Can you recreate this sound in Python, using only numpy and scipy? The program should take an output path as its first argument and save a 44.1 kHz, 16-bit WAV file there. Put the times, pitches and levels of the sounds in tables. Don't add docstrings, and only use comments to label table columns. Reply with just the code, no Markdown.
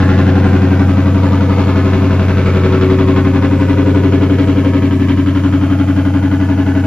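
import sys
import numpy as np
from scipy import signal
from scipy.fft import rfft, irfft, next_fast_len
from scipy.io import wavfile
from scipy.ndimage import uniform_filter1d

SR = 44100
rng = np.random.default_rng(int(sys.argv[2]) if len(sys.argv) > 2 else 0)


def natural_amplitude(level_db):
    exponent = np.asarray(level_db, float) / 20
    return 10 ** exponent


def inscribe(sig):
    pcm = np.round(np.clip(np.atleast_2d(sig).T, -1, 1) * 32767)
    wavfile.write(sys.argv[1], SR, pcm.astype(np.int16))


N = 302526

# time in seconds, lead in rounds of eight firings.
CRANK_LEAD = [(0.0, -1.048), (0.26, -1.068), (0.66, -1.088), (0.9, -1.0955), (1.46, -1.0925),
              (1.66, -1.0804), (1.86, -1.0809), (2.1, -1.0685), (2.4, -1.074), (2.66, -1.097),
              (2.9, -1.102), (3.6, -1.08), (4.46, -1.0608), (5.0, -1.037), (5.46, -1.0613), (6.1, -1.062),
              (6.86, -1.057)]
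# bank (0 or 1), push in dB, delay down its short pipe in ms.
CYLINDERS = [(1, 0.0, 3.82), (1, -0.2, 3.46), (0, 2.6, 5.55), (1, -3.6, 3.53), (0, 2.5, 4.48),
             (0, -3.4, 3.7), (1, -3.2, 5.57), (0, 4.3, 4.29)]
# frequency in Hz, width in Hz, signed strength at the outlet.
PIPE_A = [(38.1, 120.0, 0.52), (89.1, 8.0, -5.63), (131.2, 9.8, 3.02), (190.1, 37.3, -2.02),
          (285.4, 120.0, 0.65), (335.7, 8.0, 1.13), (352.4, 62.0, -0.83), (528.7, 8.0, -0.66),
          (424.3, 8.0, 0.58), (684.1, 8.0, 0.22)]
PIPE_B = [(36.0, 33.1, 1.31), (90.3, 58.3, -1.31), (143.2, 27.5, 2.54), (193.4, 14.3, -2.67),
          (270.9, 16.4, 7.15), (297.0, 10.3, -4.76), (379.2, 9.4, -3.14), (517.0, 10.6, 2.57),
          (540.1, 8.0, -1.49), (646.5, 8.0, -0.99)]
PIPE_RANGES_HZ = [8, 105, 225, 320, 420, 700]
RASP_BEHIND_DB = [5, 3.5, 4.5, 2, 1.5, -.5, -5.5, -5]
RASP_BESIDE_DB = [5.5, 3.5, 5, 1.2, 0.3, -0.5, -2, -3]
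# time in seconds, distance level in dB, facing the gas jets in dB,
# view of the first bank's outlet in dB.
WALK = [(0, 0, 2, 13.5), (.3, 1, 0.5, 6), (.9, 0, -2, -8), (1.3, -1, -1, -3), (1.7, -2.5, 1.5, -7.5),
        (2.0, -2.5, 1, 17), (2.45, -3, 1.5, 13.5), (2.95, -5, 1.5, 9.5), (3.2, -4, 0.5, 10.5),
        (3.45, -5, -1, 8.5), (4, -3, -1, -9.5), (4.55, -4.5, -0.5, 3), (5.1, -5, -2, 12),
        (5.6, -5, -4, -34), (6.1, -5, -4.5, -10), (6.86, -5.5, -4, 2.5)]
# frequency in Hz, level in dB per Hz.
JET_MID = [(250, -5), (420, -5), (445, -10.5), (507, -3.5), (598, -9.5), (642, -5.5), (697, -13.5),
           (924, -16), (1090, -12.5), (1180, -14), (1520, -15.5), (1900, -22), (2160, -17.5), (3140, -23.5),
           (7000, -24), (9100, -79.5), (15400, -120)]
JET_SIDE = [(120, -44), (200, -20), (277, -3), (322, -15), (374, -0.5), (447, -7.5), (926, -13.5),
            (1560, -29), (2660, -19.5), (7000, -18), (9100, -65.5), (15400, -120)]
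# frequency in Hz, half width in Hz, strength in dB.
TAILPIPE = [(796, 6.4, -2.5), (943, 16, 3), (1059, 8.3, 0), (1284, 6.8, -0.5), (1510, 31, -13.5),
            (1720, 7.5, 6), (1972, 11, 4.5), (2690, 6.8, 4.5)]
# frequency in Hz, level in dB per Hz.
FLUTTER = [(12, -66), (20, -29.5), (37, -29), (58, -7), (91, 0), (140, -6), (279, 7), (420, -27.5),
           (550, -73), (920, -120)]
# frequency in Hz, level in dB per Hz.
AIR_MID = [(2000, -69), (3300, -14), (4500, 4), (7000, -0.5), (10000, -4.5), (12000, -6), (14000, -9.5),
           (16000, -120)]
AIR_SIDE = [(1500, -57), (2600, -13.5), (4500, -9), (7000, -2), (9500, -7), (9800, -11.5), (11000, -11.5),
            (14500, -13), (15700, -16), (17000, -120)]
# frequency in Hz, left minus right in dB.
LEAN = [(60, 1), (110, 0.5), (200, 2.5), (370, 3), (670, 3), (1230, 1), (2250, -0.5), (4110, -1.5),
        (7520, 0), (13800, -13.5)]
# time in seconds, lasting in seconds,
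# frequency in Hz, lift in dB.
BAND_SPOTS = [(0.12, .3, 1700, 12), (0.073, 0.22, 850, -9), (0.35, 1.2, 57, -3.5), (0.425, 0.84, 786, 11.5),
              (.63, 0.34, 1474, 11.5), (1.09, 0.66, 525, 8.5), (5.1, 0.45, 985, 2.5),
              (1.43, 0.32, 938, 11.5), (1.57, 0.081, 1430, -11), (1.93, 0.28, 1043, 6.5),
              (2.44, 0.25, 277, -8), (2.64, 0.34, 668, -11.5), (2.85, 0.6, 450, 7), (3.998, 0.65, 410, 13),
              (5.6, .45, 660, 9.5), (4.5, 1.1, 560, 8), (3.74, 0.38, 904, 8), (0.67, 0.73, 140, -5),
              (2.9, 0.6, 147, 6), (4.365, .13, 970, -7), (4.928, 0.37, 1434, -15), (5.01, .25, 537, -14.5),
              (5.6, 1.9, 3110, 6), (5.292, 0.2, 797, -15), (5.793, 0.41, 1400, 6.5),
              (5.835, 0.14, 974, -15), (6.17, .75, 830, 13.5), (8, 0.19, 3400, 9), (6.3, .5, 1250, -3),
              (6.68, 0.99, 1544, 5.5)]
# time in seconds, extra level in dB.
ODD_BURNS = [(.085, 2.5), (.175, 2), (.44, 1), (1.75, 1), (1.2, 0.5), (1.576, 3), (1.92, 2), (2.8, -1.5),
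             (3.15, 3.5), (3.418, 2), (4.381, 0.5), (5.07, 3.5), (5.5, 0), (6.55, 0.5)]
# time in seconds, peak in dB.
GRIT_TICK = [
    (1.357, -43.5),
]
# time in seconds, lasting in seconds, lift in dB.
RING_SWELLS = [
    (0.16, 0.31, 13.5),
    (0.657, 0.31, 13),
    (1.188, 0.13, 4.5),
    (1.907, 0.29, 13),
    (2.783, 0.48, 17),
    (3.293, 0.47, 7),
    (4.114, 0.37, 9),
    (4.946, 0.47, 12),
    (5.6, 0.3, 4.5),
    (6.7, 0.16, 3),
]

ROUND_HZ = 11.41
RUN_UP_S = 1 / 4
CORNER_S, CORNER_TAKES_S = 2.75, 0.15
DRONE_DB, BODY_DB, UPPER_DB, RING_DB = -9.5, -14, -32, -37.5
BARK_DB, BARK_FOCUS_DB = (-17, -14.5), (5, 2.5)
RING_HZ, BARK_HZ = (371, 382), (269, 303)
FOCUS_DB, FOCUS_GROWS = -6, 1
GROWL_DB, RASP_DB, FLUTTER_DB = -25, -27, -24
BODY_FALLS, RASP_SWINGS, GROWL_SWINGS = 1.23, 0.89, 1.1
UNEVEN, REPEAT = (0.71, 1.02), (0.54, 0.78)
SPLIT_HZ = 800
AIR_CHUG = 0.16
SPOT_WIDTH_HZ = 52.5
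SHADE_S, LIP_HZ, LIP_DB = 4.6, 3170, 1
STARVED, STARVED_HZ = 0.087, 4430
MID_GAP_HZ, MID_TOP_HZ, EDGE_SLIP_HZ = (7650, 9600), 13800, 700


def unit(x):
    return x / np.sqrt(np.mean(x ** 2) + 1e-20)


def along(points, hz):
    f, value = np.transpose(points)
    return np.interp(np.log(hz + 1), np.log(f + 1), value)


def curves(rows):
    s, *columns = np.transpose(rows)
    return [np.interp(np.arange(N) / SR, s, column) for column in columns]


def rounding(pair):
    behind = (1 + np.tanh((np.arange(N) / SR - CORNER_S) / CORNER_TAKES_S)) / 2
    return pair[0] + (pair[1] - pair[0]) * behind


def filtered(x, response):
    m = next_fast_len(N + SR)
    return irfft(rfft(x, m) * response(np.fft.rfftfreq(m, 1 / SR)), m)[..., :N]


def levelled(x, span=0.33):
    return x / np.sqrt(np.abs(uniform_filter1d(x ** 2, int(span * SR))) + 1e-12)


def firings():
    s, lead = np.transpose(CRANK_LEAD)
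    t = np.arange(-SR // 4, N) / SR
    turn = ROUND_HZ * t + np.interp(t, s, lead)
    rounds = np.arange(np.ceil(turn[0]), np.floor(turn[-1]) + 1)
    due = rounds[:, None] + np.arange(8) / 8
    return np.interp(due, turn, t, right=N), rng.standard_normal(due.shape + (4,))


def train(times, sizes):
    at = np.round((times.ravel() + RUN_UP_S) * SR).astype(int)
    keep = (at >= 0) & (at < N + SR // 4)
    return np.bincount(at[keep], sizes.ravel()[keep], N + SR // 4)


def settle(x, response):
    m = next_fast_len(len(x) + SR)
    return irfft(rfft(x, m) * response(np.fft.rfftfreq(m, 1 / SR)), m)[SR // 4:][:N]


def pipe_response(modes, f):
    ring = sum(g * 1j * f * w / (c * c - f * f + 1j * f * w) for c, w, g in modes)
    return ring / (1 + (30 / (f + 1)) ** 2)


def pipes(times, chance):
    bank, push_db, lag_ms = np.transpose(CYLINDERS)
    at = times + (lag_ms + 0.068 * chance[..., 0]) / 1000
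    size = natural_amplitude(push_db + 0.34 * chance[..., 1])
    tones = []
    for side, modes in enumerate([PIPE_A, PIPE_B]):
        clicks = train(at, size * (bank == side))
        tones.append(settle(clicks, lambda f: pipe_response(modes, f)))
    tones = np.array(tones)

    ranges = []
    for low, high in zip(PIPE_RANGES_HZ, PIPE_RANGES_HZ[1:]):
        ranges.append(filtered(tones, lambda f: (f >= low) & (f < high)))
    drone, body, bark, ring, upper = ranges
    loss_db, facing_db, view_db = curves(WALK)

    bark = natural_amplitude(view_db) * bark[0] + bark[1]
    bark_core = filtered(bark, lambda f: (f > BARK_HZ[0]) & (f < BARK_HZ[1]))
    bark = bark + (natural_amplitude(rounding(BARK_FOCUS_DB)) - 1) * bark_core

    t = np.arange(N) / SR
    swell_db = sum(db * np.exp(-((t - s) / lasts) ** 2) for s, lasts, db in RING_SWELLS)
    focus_db = FOCUS_DB + FOCUS_GROWS * swell_db
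    ring = ring.sum(0)
    ring_core = filtered(ring, lambda f: (f > RING_HZ[0]) & (f < RING_HZ[1]))
    ring = ring + (natural_amplitude(focus_db) - 1) * ring_core

    sound = natural_amplitude(DRONE_DB + loss_db) * levelled(drone.sum(0))
    sound += natural_amplitude(BODY_DB + BODY_FALLS * loss_db) * levelled(body.sum(0))
    sound += natural_amplitude(rounding(BARK_DB)) * levelled(bark)
    sound += natural_amplitude(RING_DB + swell_db) * levelled(ring)
    sound += natural_amplitude(UPPER_DB + facing_db) * levelled(upper.sum(0))
    return sound


def bursts(at, size, repeat, colour):
    t = np.arange(SR // 16) / SR
    shape = (1 - np.exp(-t / 0.0011)) * (np.exp(-t / 0.008) + np.exp(-t / 0.02))
    pattern = np.zeros((2, N))
    for cylinder in range(8):
        echo = rng.standard_normal((2, len(t))) * shape
        clicks = train(at[:, cylinder], size[:, cylinder])[None]
        pattern += signal.fftconvolve(clicks, echo, axes=1)[:, SR // 4:][:, :N]
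    turn = 1.213 * np.arange(N) / SR
    pattern = np.cos(turn) * pattern + np.sin(turn) * pattern[::-1] * [[1], [-1]]
    pattern = filtered(unit(pattern), lambda f: 1 / (1 + (f / 4500) ** 4))

    power = signal.fftconvolve(train(at, size ** 2), shape ** 2)[SR // 4:][:N]
    fresh = unit(np.sqrt(np.abs(power)) * rng.standard_normal((2, N)))
    share = np.clip(repeat, 0, 1)
    blow = filtered(np.sqrt(share) * pattern + np.sqrt(1 - share) * fresh, colour)
    return blow / np.sqrt(np.abs(uniform_filter1d(blow[0] ** 2, SR // 3)) + 1e-12)


def jet_colour(f):
    sing = 1 + sum(natural_amplitude(db) / (1 + ((f - c) / w) ** 2) for c, w, db in TAILPIPE)
    return sing * natural_amplitude([along(JET_MID, f), along(JET_SIDE, f) - 10])


def rasp_colour(f):
    return jet_colour(f) * (f >= SPLIT_HZ) * natural_amplitude([[0], [1]]) / (1 + (f / 4300) ** 4)


def gas(times, chance):
    facing_db, repeat = curves(WALK)[1], rounding(REPEAT)
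    depth = np.interp(times, np.arange(N) / SR, rounding(UNEVEN))
    chug_db = depth * np.where(times < CORNER_S, RASP_BESIDE_DB, RASP_BEHIND_DB)
    odd_db = sum(db * np.exp(-((times - s - 0.02) / 0.035) ** 2) for s, db in ODD_BURNS)
    burn_db = 1.0 * chance[..., 2] + odd_db
    at = times + (-3.5 + 0.025 * chance[..., 3]) / 1000
    growl_size = natural_amplitude(0.31 * chug_db + burn_db)
    growl = bursts(at, growl_size, repeat + 0.37, lambda f: jet_colour(f) * (f < SPLIT_HZ))
    rasp = bursts(at, natural_amplitude(0.85 * chug_db + burn_db), repeat, rasp_colour)
    growl = natural_amplitude(GROWL_DB + GROWL_SWINGS * facing_db) * growl
    return growl + natural_amplitude(RASP_DB + RASP_SWINGS * facing_db) * rasp


def flutter():
    noise = filtered(rng.standard_normal(N), lambda f: natural_amplitude(along(FLUTTER, f)))
    return natural_amplitude(FLUTTER_DB + BODY_FALLS * curves(WALK)[0]) * unit(noise)


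def passing_bands(x, patchy_db, wide, long):
    hz, s, z = signal.stft(x, SR, nperseg=2048)
    field = uniform_filter1d(rng.standard_normal(z.shape[-2:]), int(wide), 0)
    field = uniform_filter1d(field, int(long), 1)
    patches = patchy_db * unit(field)
    db = patches / (1 + (hz[:, None] / 3500) ** 2) * (hz[:, None] > PIPE_RANGES_HZ[4])
    shaded = (1 + np.tanh((s - SHADE_S) / 0.16)) / 2
    db -= LIP_DB * np.outer(hz > LIP_HZ, shaded)
    for at, lasts, centre_hz, lift_db in BAND_SPOTS:
        across = (hz - centre_hz) / (SPOT_WIDTH_HZ * (0.6 + centre_hz / 1000))
        passing = np.exp(-((s - at) / lasts) ** 2)
        db += 0.86 * lift_db * np.outer(np.exp(-across ** 2), passing)
    return signal.istft(z * natural_amplitude(db), nperseg=2048)[1][..., :N]


def air(car):
    noise = rng.standard_normal((2, N))
    for s, db in GRIT_TICK:
        start = round(s * SR)
        noise[:, start:start + 150] *= natural_amplitude(db + 47.5)
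    hiss = filtered(noise, lambda f: natural_amplitude([along(AIR_MID, f), along(AIR_SIDE, f)]))
    rasp = filtered(car, lambda f: f > 2 * SPLIT_HZ) ** 2
    quick, slow = uniform_filter1d(rasp, SR // 50), uniform_filter1d(rasp, SR // 2)
    chug = np.abs(quick / slow) ** (AIR_CHUG / 2)
    return natural_amplitude(-49) * chug * hiss / hiss.std(axis=1, keepdims=True)


def ear_lean(f):
    balance = natural_amplitude(np.outer([0.5, -0.5], along(LEAN, f)))
    return balance * np.exp(np.outer([1j, -1j], 2 * np.pi * f / SR * 0.8))


def scene():
    times, chance = firings()
    car = gas(times, chance)
    car[0] += pipes(times, chance) + flutter()
    mid, side = passing_bands(car, patchy_db=3.5, wide=2.5, long=26)
    hiss, wide_hiss = air(mid)
    return filtered(mid, ear_lean) + hiss + np.outer([1, -1], side + wide_hiss)


def band_limit(x):
    return signal.sosfilt(signal.butter(12, 15750, fs=SR, output="sos"), x)


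def record(dry):
    left, right = dry / (1 + np.abs(dry / 0.95) ** 6) ** (1 / 6)
    hz, s, z = signal.stft((left + right) / 2, SR, nperseg=2048)
    hz = hz[:, None]
    slip = rng.random(len(s)) ** 3 - (rng.random(len(s)) < 0.06)
    slip = EDGE_SLIP_HZ * np.repeat(slip, 2)[:len(s)]
    outside_gap = (hz < MID_GAP_HZ[0] - slip) | (hz > MID_GAP_HZ[1])
    kept = outside_gap & (hz < MID_TOP_HZ - slip)
    lost = rng.random((len(hz) // 4 + 1, len(s) // 3 + 1)) < STARVED
    holes = np.kron(lost, np.ones((4, 3)))[:len(hz), :len(s)]
    kept &= (holes == 0) | (hz < STARVED_HZ)
    mid = signal.istft(z * kept, nperseg=2048)[1][:N]
    side = (left - right) / 2
    return band_limit(np.array([mid + side, mid - side]))


dry = scene()
out = record(dry)
inscribe(out)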